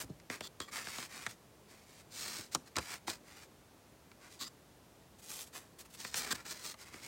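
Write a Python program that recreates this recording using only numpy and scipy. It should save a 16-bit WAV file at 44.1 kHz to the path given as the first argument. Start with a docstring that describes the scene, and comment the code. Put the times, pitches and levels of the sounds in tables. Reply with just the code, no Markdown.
"""A few sheets of stiff card, fanned, slid and turned over by hand, close to the microphone in a small
quiet room. Rubbing fibres send dense tiny slips into the card; corners that flick free, edges that catch
and fingertips that bump send single impulses. All travel as bending waves, treble first and bass last,
and come back from the edges of the sheet. Desk and walls add a short tail over a low room tone."""
import sys
import numpy as np
from scipy import signal
from scipy.fft import rfft, irfft, next_fast_len
from scipy.io import wavfile

SR = 44100
rng = np.random.default_rng(int(sys.argv[2]) if len(sys.argv) > 2 else 0)


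def put_to_file(sound):
    """Save the sound as 16-bit audio at rate SR, in the file named by the first command-line argument."""
    columns = np.atleast_2d(sound).T  # one column per channel
    safe = np.clip(columns, -1, 1)
    whole_steps = np.round(safe * 32767)
    wavfile.write(sys.argv[1], SR, whole_steps.astype(np.int16))


N = 311787
SHEET_SAMPLES = 4096  # length of the card's impulse response


def undb(db):
    """Decibels to gain."""
    return 10 ** (np.asarray(db) / 20)


def rms(x):
    """Root mean square."""
    return np.sqrt(np.mean(x ** 2))


def colour(points, hz):
    """Gain at hz, from (frequency [Hz], level [dB]) points joined on a log axis."""
    point_hz, db = np.transpose(points)
    return undb(np.interp(np.log(hz + 1), np.log(point_hz), db))


def resonances(rings, hz):
    """Gain at hz of a few (frequency [Hz], width [Hz], lift [dB]) peaks."""
    return undb(sum(db / (1 + (2 * (hz - centre) / width) ** 2) for centre, width, db in rings))


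def filtered(x, gain):
    """Pass x through a gain that is a function of frequency."""
    size = next_fast_len(len(x) + SHEET_SAMPLES)
    hz = np.fft.rfftfreq(size, 1 / SR)
    return irfft(rfft(x, size) * gain(hz), size)[:len(x)]


def wander(rate_hz):
    """Smooth random wandering with a spread near 1."""
    steps = rng.standard_normal(4096)
    return np.interp(np.arange(N) / SR * rate_hz, np.arange(len(steps)), steps)


def add(out, start, sound):
    """Mix a sound in from a given sample on."""
    sound, start = sound[max(-start, 0):], max(start, 0)
    part = sound[:max(len(out) - start, 0)]
    out[start:start + len(part)] += part


def sheet(travel_ms, echo, loss_db, shortest, longest, treble_loss_db, count=10):
    """Frequency response of the card from one contact point: a direct bending wave and edge echoes."""
    hz = np.fft.rfftfreq(SHEET_SAMPLES, 1 / SR)
    spread = (np.arange(count)[:, None] + rng.random((count, 1))) / count
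    paths = shortest + (longest - shortest) * spread  # multiples of the direct path
    damping_db = (loss_db + treble_loss_db * hz / 10000) * (paths - 2)
    echoes = echo * rng.choice([-1, 1], (count, 1)) * undb(-damping_db)
    # bending waves speed up with the root of frequency, so every impulse becomes a falling chirp
    phase = 4 * np.pi * travel_ms * np.sqrt(hz / 1000)
    response = np.exp(-1j * phase) + np.sum(echoes * np.exp(-1j * paths * phase), axis=0)
    return response / np.sqrt(1 + np.sum(echoes ** 2, axis=0))


def slips(grain_db, judder_db, judder_hz):
    """Fibres catching and letting go: tiny impulses of unequal size, in uneven bunches."""
    sizes = undb(grain_db * np.minimum(rng.exponential(size=N), 7))
    touching = rng.random(N) < 0.15
    return rng.standard_normal(N) * sizes * touching * undb(judder_db * wander(judder_hz))


def through_card(force, hop=4096):
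    """The contact point moves on, so the faint pattern of edge echoes keeps changing."""
    fade = np.sqrt(signal.get_window("hann", 2 * hop))
    padded = np.pad(force, (hop, 2 * hop))
    out = np.zeros(len(padded))
    for start in range(0, N + hop, hop):
        piece = padded[start:start + 2 * hop] * fade
        if piece.any():
            # sheets pressed together damp each other: little treble returns from the edges
            card = sheet(travel_ms=1.8, echo=0.32, loss_db=1.5, shortest=2, longest=8, treble_loss_db=8)
            add(out, start, signal.fftconvolve(piece, irfft(card)))
    return out[hop:hop + N]


def stroke_gains(strokes):
    """Gains of hiss and body: each stroke speeds up, holds and slows to rest; overlaps add in power."""
    hiss_power, body_power = np.zeros(N), np.zeros(N)
    for start, attack, hold, release, hiss_db, body_db in strokes:
        t = np.arange(int((attack + hold + release) * SR)) / SR
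        rise = np.clip(t / attack, 0, 1)
        fall = np.clip(1 - (t - attack - hold) / release, 0, 1)
        gain = undb(hiss_db) * rise ** 0.79 * fall ** 1.78
        add(hiss_power, int(start * SR), gain ** 2)
        add(body_power, int(start * SR), (gain * undb(body_db)) ** 2)
    pressure = undb(0.7 * wander(rate_hz=30))  # the hand wavers
    return pressure * np.sqrt(hiss_power), pressure * np.sqrt(body_power)


def rub(strokes, spectrum, force, body_trim_db, rings=()):
    """Slips ring the card: fibre hiss above 2.5 kHz, body below, shifted in level by body_trim_db."""
    hiss_gain, body_gain = stroke_gains(strokes)
    moving = hiss_gain > 0
    sound = filtered(through_card(force * moving), lambda hz: colour(spectrum, hz) * resonances(rings, hz))
    body = filtered(sound, lambda hz: 1 / (1 + (hz / 2500) ** 8))
    hiss = sound - body
    body_gain = body_gain * undb(body_trim_db)
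    return hiss_gain * hiss / rms(hiss[moving]) + body_gain * body / rms(body[moving])


# Fingertip strokes: (time [s], attack [s], hold [s], release [s], hiss [dB], body over hiss [dB])
BRUSHES = [ (0.0, 0.0038, 0.0036, 0.052, -42, -10), (5.183, 0.011, .008, .02, -57, -15),
           (5.215, 0.02, .05, .03, -56, -16), (5.28, 0.025, 0.11, .07, -47.5, -17),
           (5.46, 0.016, .004, .022, -56.5, -15), (5.523, 0.044, 0.011, 0.036, -47.5, -8.5),
           (5.585, .02, .02, 0.1, -63.5, -5), (5.783, 0.016, 0.011, 0.038, -51, -11.5),
           (5.845, 0.012, .004, .015, -56.5, -6.5), (5.895, 0.013, .01, .03, -62, -12),
           (5.925, 0.021, .005, 0.021, -51.5, -14), (6.15, 0.017, 0.019, .06, -40, -26)]
# Skin on card, heard close: (frequency [Hz], relative level [dB])
BRUSH_COLOUR = [(80, -13), (400, -0.5), (900, -1.5), (2000, -1), (3200, -1.5), (4500, -1), (8000, 0.5),
                (10200, -3.5), (15500, -8)]


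def brushes():
    """Soft fingertips brush the card as they turn it over."""
    force = slips(grain_db=-0.5, judder_db=-1.5, judder_hz=200)
    return rub(BRUSHES, BRUSH_COLOUR, force, body_trim_db=4.5)


# The quiet room at the microphone: (frequency [Hz], relative level [dB])
ROOM_TONE = [(25, -26), (50, -3), (90, -2), (150, -1.5), (230, -3.5), (380, -5.5), (560, -7.5),
             (900, -11.5), (1500, -16.5), (3000, -20.5), (7000, -23), (15500, -28.5)]


def room_tone(level_db=-61.5):
    """Low steady murmur of the room under microphone hiss."""
    tone = filtered(rng.standard_normal(N), lambda hz: colour(ROOM_TONE, hz))
    return undb(level_db) * tone / rms(tone)


# Where the thump, knock and tick weights of a contact apply: (frequency [Hz])
CONTACT_BANDS = [370, 2200, 3300]
# What the struck card radiates to the microphone, on top of those weights: (frequency [Hz], gain [dB])
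CONTACT_COLOUR = [(40, 30), (90, 39.5), (150, 38), (280, 38.5), (650, 35.5), (1300, 34.5), (2800, 25.5),
                  (4100, 29), (8500, 25.5), (10200, 15), (15500, 8)]
# Hollow knock and bite of the card: (frequency [Hz], width [Hz], lift [dB])
CONTACT_RINGS = [(1180, 500, 2.5), (3680, 960, 3.5)]


def contact(time, band_db, ring_hz, scuff_ms, scuff=0.65, ring_lift_db=9, lead=512):
    """One scuffed impulse, which the card spreads into tick, knock and late thump."""
    hz = np.fft.rfftfreq(SHEET_SAMPLES, 1 / SR)
    ms = (np.arange(SHEET_SAMPLES) - lead) / SR * 1000
    # fibres tear loose around the instant of release; the longer they do, the softer the attack
    fibres = rng.standard_normal(SHEET_SAMPLES) * np.exp(-np.abs(ms) / (2 * scuff_ms))
    force = (ms == 0) + scuff * fibres / np.sqrt(SR / 1000)
    force /= np.linalg.norm(force)
    radiated = colour(list(zip(CONTACT_BANDS, band_db)), hz) * colour(CONTACT_COLOUR, hz)
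    ringing = resonances([(ring_hz, ring_hz / 2, ring_lift_db)] + CONTACT_RINGS, hz)
    card = sheet(travel_ms=3.1, echo=0.3, loss_db=3.5, shortest=1.5, longest=7, treble_loss_db=-0.5)
    out = np.zeros(N)
    add(out, int(time * SR) - lead, irfft(rfft(force) * radiated * ringing * card))
    return out


# Edges catching: (time [s], knock weight [dB])
CATCHES = [(0.01, -48.5), (0.199, -60), (0.87, -44), (0.885, -50), (1.026, -47), (2.757, -44.5),
           (3.102, -57), (3.113, -54), (4.115, -59.5), (5.314, -52.5), (5.39, -49.5), (6.048, -44.5),
           (6.246, -49), (6.741, -52.5), (6.941, -52.5)]


def catches():
    """An edge catches lightly and rings the stack."""
    return sum(contact(time, (db - 6, db, db - 1), ring_hz=2230, scuff_ms=0.93) for time, db in CATCHES)


# Fingertips landing: (time [s], thump weight [dB], ring pitch [Hz])
BUMPS = [(0.035, -42.5, 243), (0.045, -47, 110), (0.098, -40.5, 199), (2.39, -50, 298), (3.21, -58, 303),
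         (6.941, -50, 278)]


def bumps():
    """Soft fingertips bump the stack: a thump with little knock or tick."""
    return sum(contact(time, (db, db - 34, db - 20), hz, scuff_ms=3.4) for time, db, hz in BUMPS)


# Corners flicking: (time [s], thump weight [dB], ring pitch [Hz], knock weight [dB], tick weight [dB])
SNAPS = [ (0.2994, -37.5, 252, -32.5, -43.5), (0.4072, -47.5, 577, -39, -40.5),
         (0.602, -47, 397, -37.5, -39), (0.9835, -44, 300, -46, -44), (1.2638, -45, 1950, -35, -41),
         (1.268, -40.5, 109, -63, -44.5), (2.5481, -36, 378, -30, -26), (2.555, -41, 255, -42, -42),
         (2.7651, -50, 300, -39, -31), (2.768, -46, 524, -30, -37.5), (2.778, -38, 90, -40, -48),
         (2.784, -38, 420, -33.5, -34), (2.7919, -42.5, 254, -37, -46), (3.079, -40.5, 290, -32.5, -44),
         (3.099, -54, 300, -54, -36), (6.142, -53.5, 302.4, -31.5, -36), (6.327, -46, 182, -42, -46)]


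def snaps():
    """A corner scuffs briefly and springs free with a sharp snap."""
    return sum(contact(time, (thump_db, knock_db, tick_db), hz, scuff_ms=0.56)
               for time, thump_db, hz, knock_db, tick_db in SNAPS)


# Strokes into the stack: (time [s], attack [s], hold [s], release [s], hiss [dB], body over hiss [dB])
PUSHES = [ (0.3, 0.013, 0.03, 0.075, -50, 1.5), (0.711, 0.041, 0.026, 0.12, -44, -1),
          (0.82, 0.066, .15, 0.068, -48, -4), (1.085, 0.034, 0.11, 0.11, -52.5, -1),
          (1.28, 0.018, 0.0095, 0.056, -51.5, -7.5), (1.67, 0.038, .02, 0.26, -64, -2),
          (1.8, 0.17, 0.04, .035, -62, -6), (2.79, .015, 0.022, .06, -52.5, -2.5),
          (2.83, 0.094, 0.016, 0.062, -46.5, -2), (3.225, 0.083, 0.088, 0.054, -61.5, -1),
          (3.405, 0.019, 0.0096, 0.041, -56, -3), (4.19, 0.062, 0.022, .05, -62, 1.5),
          (4.29, 0.031, 0.0055, 0.13, -58.5, -10), (6.765, 0.051, 0.0074, 0.054, -55, -4.5),
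          (6.85, .015, 0.022, 0.058, -58, 1.5), (6.91, .028, 0.026, 0.12, -56.5, -0.5),
          (7.01, 0.039, .03, .03, -50.5, -5)]
# Card between cards, heard close: (frequency [Hz], relative level [dB])
PUSH_COLOUR = [(60, -15), (250, -3.5), (620, -6), (1200, 0.5), (1700, -1), (2200, 2.5), (2900, -4.5),
               (5200, -4), (8500, -5), (10500, -12.5), (15500, -16)]
# Resonances of the stack: (frequency [Hz], width [Hz], lift [dB])
STACK_RINGS = [(2210, 700, 0.5), (4900, 600, 3)]


def pushes():
    """A card is pushed in between the others, and the stack sings faintly."""
    force = slips(grain_db=0.5, judder_db=0.8, judder_hz=170)
    return rub(PUSHES, PUSH_COLOUR, force, body_trim_db=-0.3, rings=STACK_RINGS)


# Edge strokes: (time [s], attack [s], hold [s], release [s], hiss [dB], body over hiss [dB], pitch [Hz])
RASPS = [ (0.408, 0.063, 0.0045, 0.0069, -47.5, -9, 3300), (0.608, 0.006, .005, 0.071, -48, -5, 3300),
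         (0.676, 0.0087, 0.0042, 0.026, -56, 4.5, 2260), (4.389, 0.033, .006, 0.036, -43, -8, 3920),
         (4.435, 0.019, 0.026, .012, -49.5, -8, 4980), (6.304, 0.011, 0.0097, 0.014, -32.5, -2, 1580)]
# A cut edge on card, heard close: (frequency [Hz], relative level [dB])
RASP_COLOUR = [(60, -8), (280, 13.5), (680, -2), (1200, 9.5), (2700, -2.5), (3600, -1.5), (6000, -2.5),
               (8500, -4.5), (10000, -13), (15500, -11)]
# Resonances of a card held stiff by its rasping edge: (frequency [Hz], width [Hz], lift [dB])
EDGE_RINGS = [(1130, 310, 6.5), (1920, 270, 8), (3460, 400, 4), (4420, 450, 5.5), (4760, 310, 5),
              (7350, 360, 9)]


def rasps(width_hz=330, lift_db=11.5):
    """A cut edge rasps along its neighbour, each edge singing at a pitch of its own."""
    force = slips(grain_db=1.1, judder_db=0.7, judder_hz=260)
    out = np.zeros(N)
    for *stroke, pitch_hz in RASPS:
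        rings = EDGE_RINGS + [(pitch_hz, width_hz, lift_db)]
        out += rub([stroke], RASP_COLOUR, force, body_trim_db=-1.5, rings=rings)
    return out


# Flat strokes: (time [s], attack [s], hold [s], release [s], hiss [dB], body over hiss [dB])
GLIDES = [ (2.105, 0.11, 0.023, 0.022, -42.5, -8.5), (2.22, 0.037, 0.13, 0.12, -45.5, -5),
          (2.513, 0.011, 0.022, 0.03, -49, -6), (2.655, 0.022, .004, 0.027, -59, -1),
          (3.067, 0.0097, 0.018, 0.1, -43, -2.5), (5.965, 0.046, 0.057, 0.13, -49.5, -7.5),
          (6.12, 0.041, 0.088, 0.015, -43.5, -3.5), (6.245, 0.025, 0.033, 0.068, -49, 0.5),
          (6.34, 0.014, .003, 0.017, -46.5, -0.5), (6.36, .015, .035, 0.042, -58, 4),
          (6.447, 0.0074, 0.011, .03, -52, -0.5), (6.465, 0.043, 0.014, 0.03, -42, -6),
          (6.53, 0.022, 0.068, .03, -53.5, -4), (6.62, 0.029, .068, .025, -46.5, -7)]
# Face on face, heard close: (frequency [Hz], relative level [dB])
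GLIDE_COLOUR = [(60, -6.5), (280, -2.5), (680, -6), (1200, -2), (2300, 0), (3100, -2), (4300, 5.5),
                (6500, 2.5), (8800, 1), (10200, -9), (15500, -7.5)]


def glides():
    """One face glides over another, its fibres slipping in a bright hiss."""
    force = slips(grain_db=-0.64, judder_db=1.53, judder_hz=190)
    return rub(GLIDES, GLIDE_COLOUR, force, body_trim_db=-1.0)


def room(x, t60_s=0.25, delay_s=0.004):
    """Desk and near walls add a short, dull tail, faint this close to the card."""
    t = np.arange(SR // 2) / SR
    tail = rng.standard_normal(len(t)) * undb(-60 * t / t60_s) * (t > delay_s)
    tail /= np.linalg.norm(tail)
    tail = filtered(tail, lambda hz: colour([(300, 0.5), (2500, -7.5), (12000, -2.5)], hz))
    return x + undb(-19) * signal.fftconvolve(x, tail)[:N]


def scene():
    """The card in the small room, at one close microphone."""
    card = brushes() + catches() + bumps() + snaps() + pushes() + rasps() + glides()
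    return (room(card) + room_tone())[None]


def record(dry):
    """The microphone loses the deepest bass and the recorder cuts the top."""
    low_cut = signal.butter(4, 42, "high", fs=SR, output="sos")
    high_cut = signal.ellip(12, 0.1, 80, 15900, fs=SR, output="sos")
    return signal.sosfilt(high_cut, signal.sosfilt(low_cut, dry))


dry = scene()
out = record(dry)
put_to_file(out)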